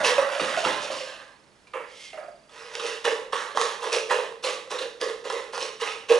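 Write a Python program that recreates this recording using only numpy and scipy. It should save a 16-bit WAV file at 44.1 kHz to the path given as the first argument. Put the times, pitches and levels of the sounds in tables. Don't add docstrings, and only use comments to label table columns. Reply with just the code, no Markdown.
import sys
import numpy as np
from scipy import signal
from scipy.fft import rfft, irfft
from scipy.io import wavfile
from scipy.ndimage import uniform_filter1d

SR = 44100
rng = np.random.default_rng(int(sys.argv[2]) if len(sys.argv) > 2 else 0)


def output_pcm(signal):
    pcm = np.clip(np.atleast_2d(signal).T, -1, 1) * 32767
    wavfile.write(sys.argv[1], SR, np.round(pcm).astype(np.int16))


N = 272979
REGRIP_FROM_S, REGRIP_TO_S = 1.7, 2.4


def amp(db):
    return 10 ** (np.asarray(db) / 20)


def evened(x):
    return x / np.sqrt(np.mean(abs(x) ** 2) + 1e-20)


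def read(points, hz):
    point_hz, value = np.transpose(points)
    return np.interp(np.log(hz + 1), np.log(point_hz + 1), value)


def add(mix, start_s, sound):
    part = mix[round(start_s * SR):][:len(sound)]
    part += sound[:len(part)]


def body(modes, broad):
    hz = np.fft.rfftfreq(16384, 1 / SR)
    power = amp(2 * read(broad, hz))
    for mode_hz, width_hz, level_db in modes:
        power = power + amp(2 * level_db) / (1 + (2 * (hz - mode_hz) / width_hz) ** 2) ** 2
    log_gain = np.log(np.r_[power, power[-2:0:-1]]) / 2
    min_phase = np.exp(np.conj(signal.hilbert(log_gain)))
    taps = np.fft.ifft(min_phase).real[:8192]
    return taps / np.linalg.norm(taps)


def through(x, modes, broad):
    return signal.oaconvolve(x, body(modes, broad))[:N]


def resonate(x, hz, width_hz):
    turn = np.exp(2j * np.pi * np.cumsum(hz) / SR)
    r = np.exp(-np.pi * width_hz / SR)
    base = signal.lfilter([1], [1, -r], x / turn)
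    return np.sqrt(2 * (1 - r ** 2)) * (turn * base).real


def grit(per_s, spread_db):
    size = amp(spread_db * np.minimum(rng.exponential(1, N), 5))
    clicks = rng.random(N) < per_s / SR
    return evened(size * rng.standard_normal(N) * clicks)


def ring(hz, t60_s, wobble):
    t = np.arange(6000) / SR
    partials = np.sin(2 * np.pi * hz * (1 + wobble[:, None]) * t)
    return amp(-60 * t / t60_s) * partials.mean(0)


def restless(x, patchy_db):
    hz, t, z = signal.stft(x, nperseg=512, noverlap=384)
    patches = rng.standard_normal((len(t), len(hz))).T
    patches = uniform_filter1d(patches, size=3, axis=0)
    patches = evened(uniform_filter1d(patches, size=22, axis=1))
    return signal.istft(z * amp(patchy_db * patches), nperseg=512, noverlap=384)[1][:N]


def fizz_rest_db(s):
    return -35 * (REGRIP_FROM_S < s < REGRIP_TO_S)


# start_s, rise_s, length_s, pressure_db, drum_share_db, wire_share_db, patch_hz
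STROKES = [(0.0, 0.0017, 0.081, -21.5, 3.5, -15, 1400), (0.029, 0.029, 0.17, -18, -2, -6, 1040),
           (0.178, 0.0063, 0.17, -22.5, -2.5, -14.5, 1120), (0.258, 0.065, 0.4, -30.5, 3, -6, 1280),
           (0.398, .004, 0.43, -25.5, -2, -7.5, 1206), (.56, 0.018, 0.29, -32.5, -11, -2.5, 1400),
           (0.641, 0.0026, 0.26, -23, -3, -9, 1270), (.8, 0.028, 0.16, -32, 2, -3.5, 1290),
           (0.902, .008, 0.31, -35, 2, -1.5, 1120), (1.025, 0.046, 0.35, -37.5, -5.5, -11.5, 1510),
           (1.735, .004, .17, -32.5, 4.5, -6.5, 1233), (1.918, 0.034, 0.23, -51.5, -3, -14, 1980),
           (2.133, 0.046, 0.2, -43.5, 11, -10, 1225), (2.484, 0.095, 0.8, -41.5, -3.5, -5.5, 1240),
           (2.725, 0.016, 0.33, -37.5, 2.5, -4.5, 1430), (2.79, 0.085, .25, -31, -1.5, -4, 1274),
           (3.041, 0.011, 0.057, -21.5, -7, -7, 1530), (3.056, 0.012, 0.2, -26.5, 5, -9, 960),
           (3.32, 0.0082, 0.28, -26.5, -3.5, -9, 1085), (3.546, 0.058, 0.26, -26, 0.5, -4.5, 1085),
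           (3.795, 0.049, 0.25, -30, 4.5, -6.5, 980), (3.913, .02, 0.12, -26.5, 8.5, 0.5, 1120),
           (4.087, 0.02, 0.23, -24, 4, -9, 946), (4.424, 0.027, 0.2, -28.5, 4, -2.5, 1080),
           (4.695, 0.018, 0.18, -30.5, 2, -5.5, 1070), (4.787, 0.01, 0.15, -34.5, 7, -7, 1370),
           (4.997, 0.023, 0.2, -28.5, 5, -7.5, 1670), (5.236, 0.013, 0.33, -35.5, 5, -6.5, 976),
           (5.307, .04, 0.18, -33, 4.5, -8, 1020), (5.518, 0.033, 0.11, -31, -2, -5.5, 943),
           (5.587, 0.021, .17, -33, 3.5, -1.5, 1000), (5.792, 0.025, 0.21, -28.5, -8, -6, 1085),
           (5.866, .02, 0.24, -36.5, -3.5, -6.5, 1250), (6.083, 0.013, 0.23, -25.5, 7.5, -6.5, 1085)]
FADE_DB, FADE_BEND = -22, 1.76
DRUM_FADE, WIRE_FADE, FIZZ_FADE = 1.23, 0.98, 1.29
FIZZ_DB, FIZZ_SLOPE = -2, 1.216
DRUM_LAG_S = 0.0057
CLIMB = 0.071


def strokes():
    power = np.zeros((N, 4))
    for start_s, rise_s, length_s, pressure_db, drum_db, wire_db, _ in STROKES:
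        t = np.arange(0, 2 * length_s, 1 / SR)[:, None]
        rise_s = np.clip(rise_s, .002, length_s / 2)
        fade_db = FADE_DB * (np.maximum(t - rise_s, 0) / (length_s - rise_s)) ** FADE_BEND
        fade_db = fade_db * [DRUM_FADE, 1, WIRE_FADE, FIZZ_FADE]
        fizz_db = FIZZ_DB + FIZZ_SLOPE * wire_db + fizz_rest_db(start_s)
        share_db = np.array([drum_db, 0, wire_db, fizz_db])
        onset = np.minimum(t / (rise_s + np.array([DRUM_LAG_S, 0, 0, 0])), 1)
        level = amp(pressure_db + share_db + fade_db) * onset
        add(power, start_s, level ** 2)
    t = np.arange(N) / SR
    start_s, _, length_s, *_, hz = np.transpose(STROKES)
    now = np.maximum(np.searchsorted(start_s, t, "right") - 1, 0)
    progress = np.clip((t - start_s[now]) / length_s[now], 0, 1)
    return np.sqrt(power.T), hz[now] * (1 + CLIMB * progress)


# start_s, level_db, drum_share_db, wire_share_db, snap_db (first tick), ping_hz, ping_db
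BLOWS = [(.014, -14, -16, -23, -7, 2860, -36), (.047, -8, -31, -8, 3, 2590, -8),
         (.181, -15, 1.5, -23, 10, 2550, -8), (.397, -11.5, -8.5, -26, 5.5, 2420, -12),
         (0.573, -19, 3.5, -28, 7, 2910, -21), (0.649, -8, -26, -19, 5.5, 2700, -12.5),
         (.902, -27.5, 7.5, -25, 6.5, 3230, -18), (1.671, -38.5, -26, -5, -11, 2360, -7),
         (1.735, -23.5, -12, -8.5, 3, 2400, -19), (1.91, -43, -11, -14, -1, 2300, -4),
         (2.131, -27.5, -1.5, -34, 0, 2700, -10), (2.175, -21.5, -29, -36, -14, 2780, -20),
         (2.23, -32, -30, -41, 2, 2790, -23), (2.28, -42, 13, -32, -14, 3270, -31),
         (2.493, -37, -18, -8.5, -2, 3420, -17), (2.533, -45, 2, -11, -7, 2570, -13),
         (2.752, -36, -14, 5, 13.5, 2780, -6), (2.797, -16, -29, -9.5, 1, 3030, -11),
         (2.842, -30, 7.5, -15, 3, 2860, -24), (2.865, -22, -4.5, -2.5, -14, 2760, -16),
         (3.05, -7, -5.5, -20.5, 1, 2860, -18), (3.33, -6.5, -13, -24, 5.5, 3280, -24),
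         (3.549, -25, 1, -16, 7, 3310, -15), (3.572, -3, -21.5, -23, 7.5, 3320, -25),
         (3.613, -8, -14, -10, 7, 4090, -15), (3.824, -16, -12, -22, -4, 2780, -33),
         (3.922, -8.5, -10, -21, -11, 2580, -16), (3.928, -15, -27, -2, 1, 5730, -17),
         (3.958, -13.5, -1.5, -22, -11, 2660, -20), (4.107, 0, -13, -21.5, -2, 2860, -26),
         (4.323, -37, -18, -21, 16.5, 2630, -24), (4.438, -11, -8, -6, -12, 2800, -38),
         (4.49, -27, -26, 1.5, -6, 2870, -22), (4.675, -43, 1, -17, 15, 2560, -24),
         (4.706, -24, -22.5, -11, 9, 3530, -19), (4.714, -23, 2, -6, 7, 2600, -24),
         (4.785, -22.5, -20, 2, -14, 2500, -14), (4.815, -29.5, -4, 8, -22, 3750, -3),
         (5.013, -28, 4.5, 1, 12, 4870, 3), (5.098, -36, 2, -9, 17, 3360, -4),
         (5.253, -24.5, 3, -16, 4, 2590, -12), (5.299, -9, -11, -14, 0, 5400, -24),
         (5.324, -17, -9, -10, 4, 3000, -34), (5.533, -15, -15.5, -18, 3.5, 4260, -24),
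         (5.577, -15, -15, -13, 7, 2700, -35), (5.627, -20, -5.5, -14, 7.5, 5590, -2.5),
         (5.812, -17, -3.5, -7, -3, 2940, -10), (5.876, -26, -2.5, -23, -4, 2620, 4),
         (6.1, -9.5, 2.3, -18, -14, 2520, -22), (6.122, -9.5, -8, -11.5, 2, 2540, -14)]
SNAP_AFTER_S = .0015
SNAP_S = 0.00089
CONTACT_S, BLOW_FIZZ_DB = 0.014, -7.5


def blows(drum, wall, wire, fizz, drum_hz, patch_hz):
    notes, snaps, t = np.zeros(N), np.zeros((2, N)), np.arange(3000) / SR
    noises = rng.standard_normal((len(BLOWS), len(t)))
    for row, noise in zip(BLOWS, noises):
        start_s, db, drum_share_db, wire_share_db, snap_db, ping_hz, ping_db = row
        fizz_share_db = wire_share_db + BLOW_FIZZ_DB + fizz_rest_db(start_s)
        wall_hz = patch_hz[round((start_s + SNAP_AFTER_S) * SR)]
        tick = amp(db + snap_db) * (np.arange(len(t)) == round(SNAP_AFTER_S * SR))
        rattle = amp(db) * noise * (1 - np.exp(-t / 0.0029)) * np.exp(-t / CONTACT_S)
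        spray = amp(db + snap_db) * noise[::-1] * np.exp(-abs(t - SNAP_AFTER_S) / SNAP_S)
        add(drum, start_s, amp(drum_share_db) * (0.51 * rattle + 2.0 * tick))
        add(wall, start_s, amp(-15.5) * (0.66 * rattle + 0.66 * tick))
        add(wire, start_s, amp(wire_share_db) * 0.28 * rattle)
        add(fizz, start_s, amp(fizz_share_db) * 0.35 * rattle)
        add(snaps[0], start_s, amp(wire_share_db) * 2.2 * tick)
        add(snaps[1], start_s, amp(fizz_share_db) * 0.77 * spray)
        knock_db = db + snap_db
        drum_note = ring(drum_hz[round(start_s * SR)], 0.2, 0.045 * noise[6:9])
        add(notes, start_s, amp(knock_db + drum_share_db - 12.0) * drum_note)
        add(notes, start_s + SNAP_AFTER_S, amp(knock_db - 10.0) * ring(wall_hz, 0.013, 0.0039 * noise[:3]))
        add(notes, start_s, amp(db - 20.0) * ring(wall_hz, 0.096, 0.027 * noise[:3]))
        add(notes, start_s, amp(db + ping_db) * ring(ping_hz, 0.04, 0.014 * noise[3:6]))
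    return notes, snaps


# freq_hz, level_db_per_hz
DRUM_SKIRT = [(60, -81), (130, -70), (250, -20.5), (400, -15), (750, -31), (1000, -38.5)]


def bowl(drum, drum_hz, gripped):
    hollow = resonate(drum, 0.934 * drum_hz, 154)
    pair = 0.1 * resonate(hollow, 0.946 * drum_hz, 52) + 0.057 * resonate(hollow, 1.081 * drum_hz, 100)
    damped = 0.065 * resonate(drum, drum_hz + 70, 160) + 0.18 * resonate(drum, drum_hz - 150, 180)
    return pair + gripped * damped + 0.07 * through(drum, [], DRUM_SKIRT)


# mode_hz, width_hz, level_db
WALL = [(827, 44, 0.5), (1040, 350, -9), (1245, 94, -3.5), (1700, 430, -3.5), (1970, 235, -3.5)]
WIRES = [(2500, 34, 1), (2680, 250, -5), (2860, 240, -6.5), (3655, 920, -8), (4124, 180, -9.5)]
LOOPS = [(4900, 140, 0), (5600, 640, -3), (5940, 170, -27), (6480, 67, -34), (7080, 20, -37),
         (8500, 110, -15)]
# freq_hz, level_db_per_hz
WALL_RUB = [(300, -17), (700, -13), (1000, 0), (1600, -9), (2200, -10.5), (3500, -37)]
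WIRE_RUB = [(1200, -30), (2000, -6.5), (3200, -10), (4400, -14.5), (6000, -48)]
RESTING_RUB = [(1000, -24), (1600, -6), (2300, 5), (3000, -5), (4000, -16), (6000, -44)]
FIZZ = [(3000, -41), (4500, -3.5), (6000, -3), (8000, -11), (11500, -16.5)]
# time_s, mode_hz
LOOP = [(0.0, 2740), (0.69, 2730), (0.81, 3040), (1.07, 2730), (1.12, 2960), (1.86, 2550), (2.0, 3030),
        (2.52, 3070), (2.58, 2580), (2.76, 3100), (2.84, 2800), (3.86, 3100), (3.89, 2700), (5.07, 3190),
        (5.27, 2760), (5.36, 3100), (6.1, 2630), (6.19, 3010)]


def wall_and_wires(wall, wire, fizz, snaps, patch_hz, gripped):
    loop_hz = np.interp(np.arange(N) / SR, *np.transpose(LOOP))
    resting = np.zeros(N)
    resting[round(REGRIP_FROM_S * SR):round(REGRIP_TO_S * SR)] = 1
    rings = through(wall, WALL, WALL_RUB) + through(fizz, LOOPS, FIZZ)
    rings += through(wire * (1 - resting), WIRES, WIRE_RUB)
    rings += through(wire * resting, [], RESTING_RUB)
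    rings += (0.31 + 0.11 * gripped) * resonate(wall, patch_hz, 91)
    rings += 0.27 * resonate(wire, loop_hz, 210)
    rings = restless(rings, patchy_db=2.5)
    return rings + through(snaps[0], [], WIRE_RUB) + through(snaps[1], [], FIZZ)


# time_s, mode_hz
DRUM = [(0, 672), (.08, 498), (.17, 559), (.3, 598), (.38, 637), (.41, 539), (.5, 566), (.6, 692),
        (.64, 644), (.655, 518), (.8, 610), (.92, 568), (1.2, 607), (1.76, 513), (1.95, 560), (2.12, 662),
        (2.4, 647), (2.58, 497), (3.33, 507), (3.95, 498), (4.3, 524), (5.0, 491.5), (6.19, 503)]


def whisk_and_grip():
    (on_drum, on_wall, on_wire, on_fizz), patch_hz = strokes()
    drum_hz = np.interp(np.arange(N) / SR, *np.transpose(DRUM))
    gripped = np.clip((drum_hz - 510) / 80, 0, 1)
    catches = grit(700, 2)
    drum = on_drum * (0.42 * grit(1500, 2.25) + 0.11 * catches)
    wall = on_wall * (0.35 * grit(2500, 2.37) + 0.17 * catches)
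    wire = on_wire * (0.61 * grit(3000, 1.3) + 0.17 * catches)
    fizz = on_fizz * (0.63 * grit(4600, 1.0) + 0.21 * catches)
    notes, snaps = blows(drum, wall, wire, fizz, drum_hz, patch_hz)
    rings = wall_and_wires(wall, wire, fizz, snaps, patch_hz, gripped)
    high_pass = signal.butter(3, 330, "high", fs=SR, output="sos")
    return signal.sosfilt(high_pass, bowl(drum, drum_hz, gripped) + rings + notes)


# start_s, level_db
THUDS = [(0, -39), (.18, -43), (.4, -34.5), (.55, -48), (.647, -33.5), (.905, -47)]
THUD_RISE_S, THUD_FADE_DB_PER_S = 0.0086, -170


def table_top():
    level, t = np.zeros(N), np.arange(0, .4, 1 / SR)
    for start_s, level_db in THUDS:
        add(level, start_s, amp(level_db + THUD_FADE_DB_PER_S * t) * np.minimum(t / THUD_RISE_S, 1))
    push = level * grit(1500, 2.6)
    return through(push, [], [(40, -42), (120, -11), (260, -5.0), (420, -1.0), (800, -52)])


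# freq_hz, t60_s
ROOM = [(250, 0.81), (660, 0.52), (1740, 0.48), (4590, 0.53), (10000, 0.51)]
ROOM_DB = -4


def kitchen(x):
    taps = np.zeros((3, 2, SR))
    at = np.arange(250, SR - 20, 20) + rng.integers(0, 20, (3, 2, (SR - 251) // 20))
    np.put_along_axis(taps, at, rng.choice([-1., 1.], at.shape), 2)
    hz, t, z = signal.stft(taps, SR, nperseg=256)
    decay = amp(-60 * t / read(ROOM, hz)[:, None])
    tails = signal.istft(z * decay, SR, nperseg=256)[1]
    tails = tails / np.linalg.norm(tails[0, 0])
    phase = .6 * np.arange(N) / SR + np.arange(3)[:, None, None] / 3
    turns = np.sqrt(2 / 3) * np.cos(np.pi * phase)
    return signal.fftconvolve(turns * x, tails, axes=2).sum(0)[:, :N]


# freq_hz, level_db_per_hz
HUSH = [(15, -20), (40, -3), (70, -10.5), (120, -5), (250, -3.5), (500, -4.5), (1000, -9), (2500, -13.5),
        (5000, -17.5), (11500, -26)]
HUSH_DB = -59
# freq_hz, level_db (rms)
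HUM = [(200, -80)]


def hush():
    noise = signal.oaconvolve(rng.standard_normal((2, N)), body([], HUSH)[None])[:, :N]
    t = np.arange(N) / SR
    hum = sum(amp(db) * np.sqrt(2) * np.sin(2 * np.pi * hz * t) for hz, db in HUM)
    return amp(HUSH_DB) * noise + hum


# time_s, level_db
FOCUS = [(1.2, -65), (1.45, -66), (1.62, -72), (1.92, -61), (2.2, -62), (2.52, -67), (2.56, -93)]
FRAME_S, FRAME_AT_S = .0399, 1.237
FOCUS_HZ, HUNT_HZ = 4760, 397
HUNT_FROM_S, HUNT_TO_S = 1.3, 1.66


def focus_motor():
    time_s, level_db = np.transpose(FOCUS)
    t = np.arange(N) / SR
    frame, since_s = np.divmod(t - FRAME_AT_S, FRAME_S)
    hunting = (t > HUNT_FROM_S) & (t < HUNT_TO_S)
    hz = FOCUS_HZ + HUNT_HZ * (1 - 2 * (frame % 2)) * hunting
    gate = np.e * since_s / 0.0027 * np.exp(-since_s / 0.0039)
    level = amp(np.interp(t, time_s, level_db, left=-150, right=-150))
    return level * gate * np.sin(2 * np.pi * np.cumsum(hz) / SR)


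# time_s, level_db
SLIDE = [(1.8, -66), (1.814, -74), (1.826, -69), (1.91, -53.5), (2.046, -43.5), (2.104, -50.5),
         (2.202, -72), (2.3, -87)]
# mode_hz, width_hz, level_db
SLIDE_MODES = [(2120, 180, 2.5), (3280, 200, -3), (5190, 1000, -13)]
# freq_hz, level_db_per_hz
SLIDE_HISS = [(1200, -37), (1900, -10), (3000, -4.5), (6000, -11), (8000, -17.5), (11500, -23)]


def hand_slide():
    time_s, level_db = np.transpose(SLIDE)
    level = amp(np.interp(np.arange(N) / SR, time_s, level_db, left=-120, right=-120))
    return through(level * grit(8300, 1.0), SLIDE_MODES, SLIDE_HISS)


def scene():
    dry = whisk_and_grip() + table_top() + hand_slide()
    direct = dry * np.array([[1], [.35]])
    return direct + amp(ROOM_DB) * kitchen(dry) + hush() + focus_motor()


# freq_hz, left_minus_right_db
LEAN = [(60, 0), (110, -0.5), (190, -3), (350, -2.5), (620, -4), (1110, -9), (1990, -8), (3560, -4.5),
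        (6380, -2), (11400, 0)]
# freq_hz, left_lead_rad
LEAD = [(0, 0.17), (950, -0.066), (1640, 0.37), (4220, 0.56), (11600, 0.5)]
# freq_hz, shared_fraction (amplitude)
SAME = [(60, 0.9), (170, 0.36), (490, 0.91), (1400, 0.38), (4000, 0.79), (11400, 0.82)]
EDGE_HZ = 11150


def record(dry):
    hz = np.fft.rfftfreq(N, 1 / SR)
    common, other = rfft(dry)
    same = np.clip(read(SAME, hz), 0, 1)
    lean = amp(read(LEAN, hz) / 2)
    right = same * common + np.sqrt(1 - same ** 2) * other
    right = right * np.exp(-1j * read(LEAD, hz))
    pair = irfft(np.array([common * lean, right / lean]), N)
    low_pass = signal.firwin(511, EDGE_HZ, window=("kaiser", 9), fs=SR)
    return signal.oaconvolve(pair, low_pass[None], "same")


dry = scene()
out = record(dry)
output_pcm(out)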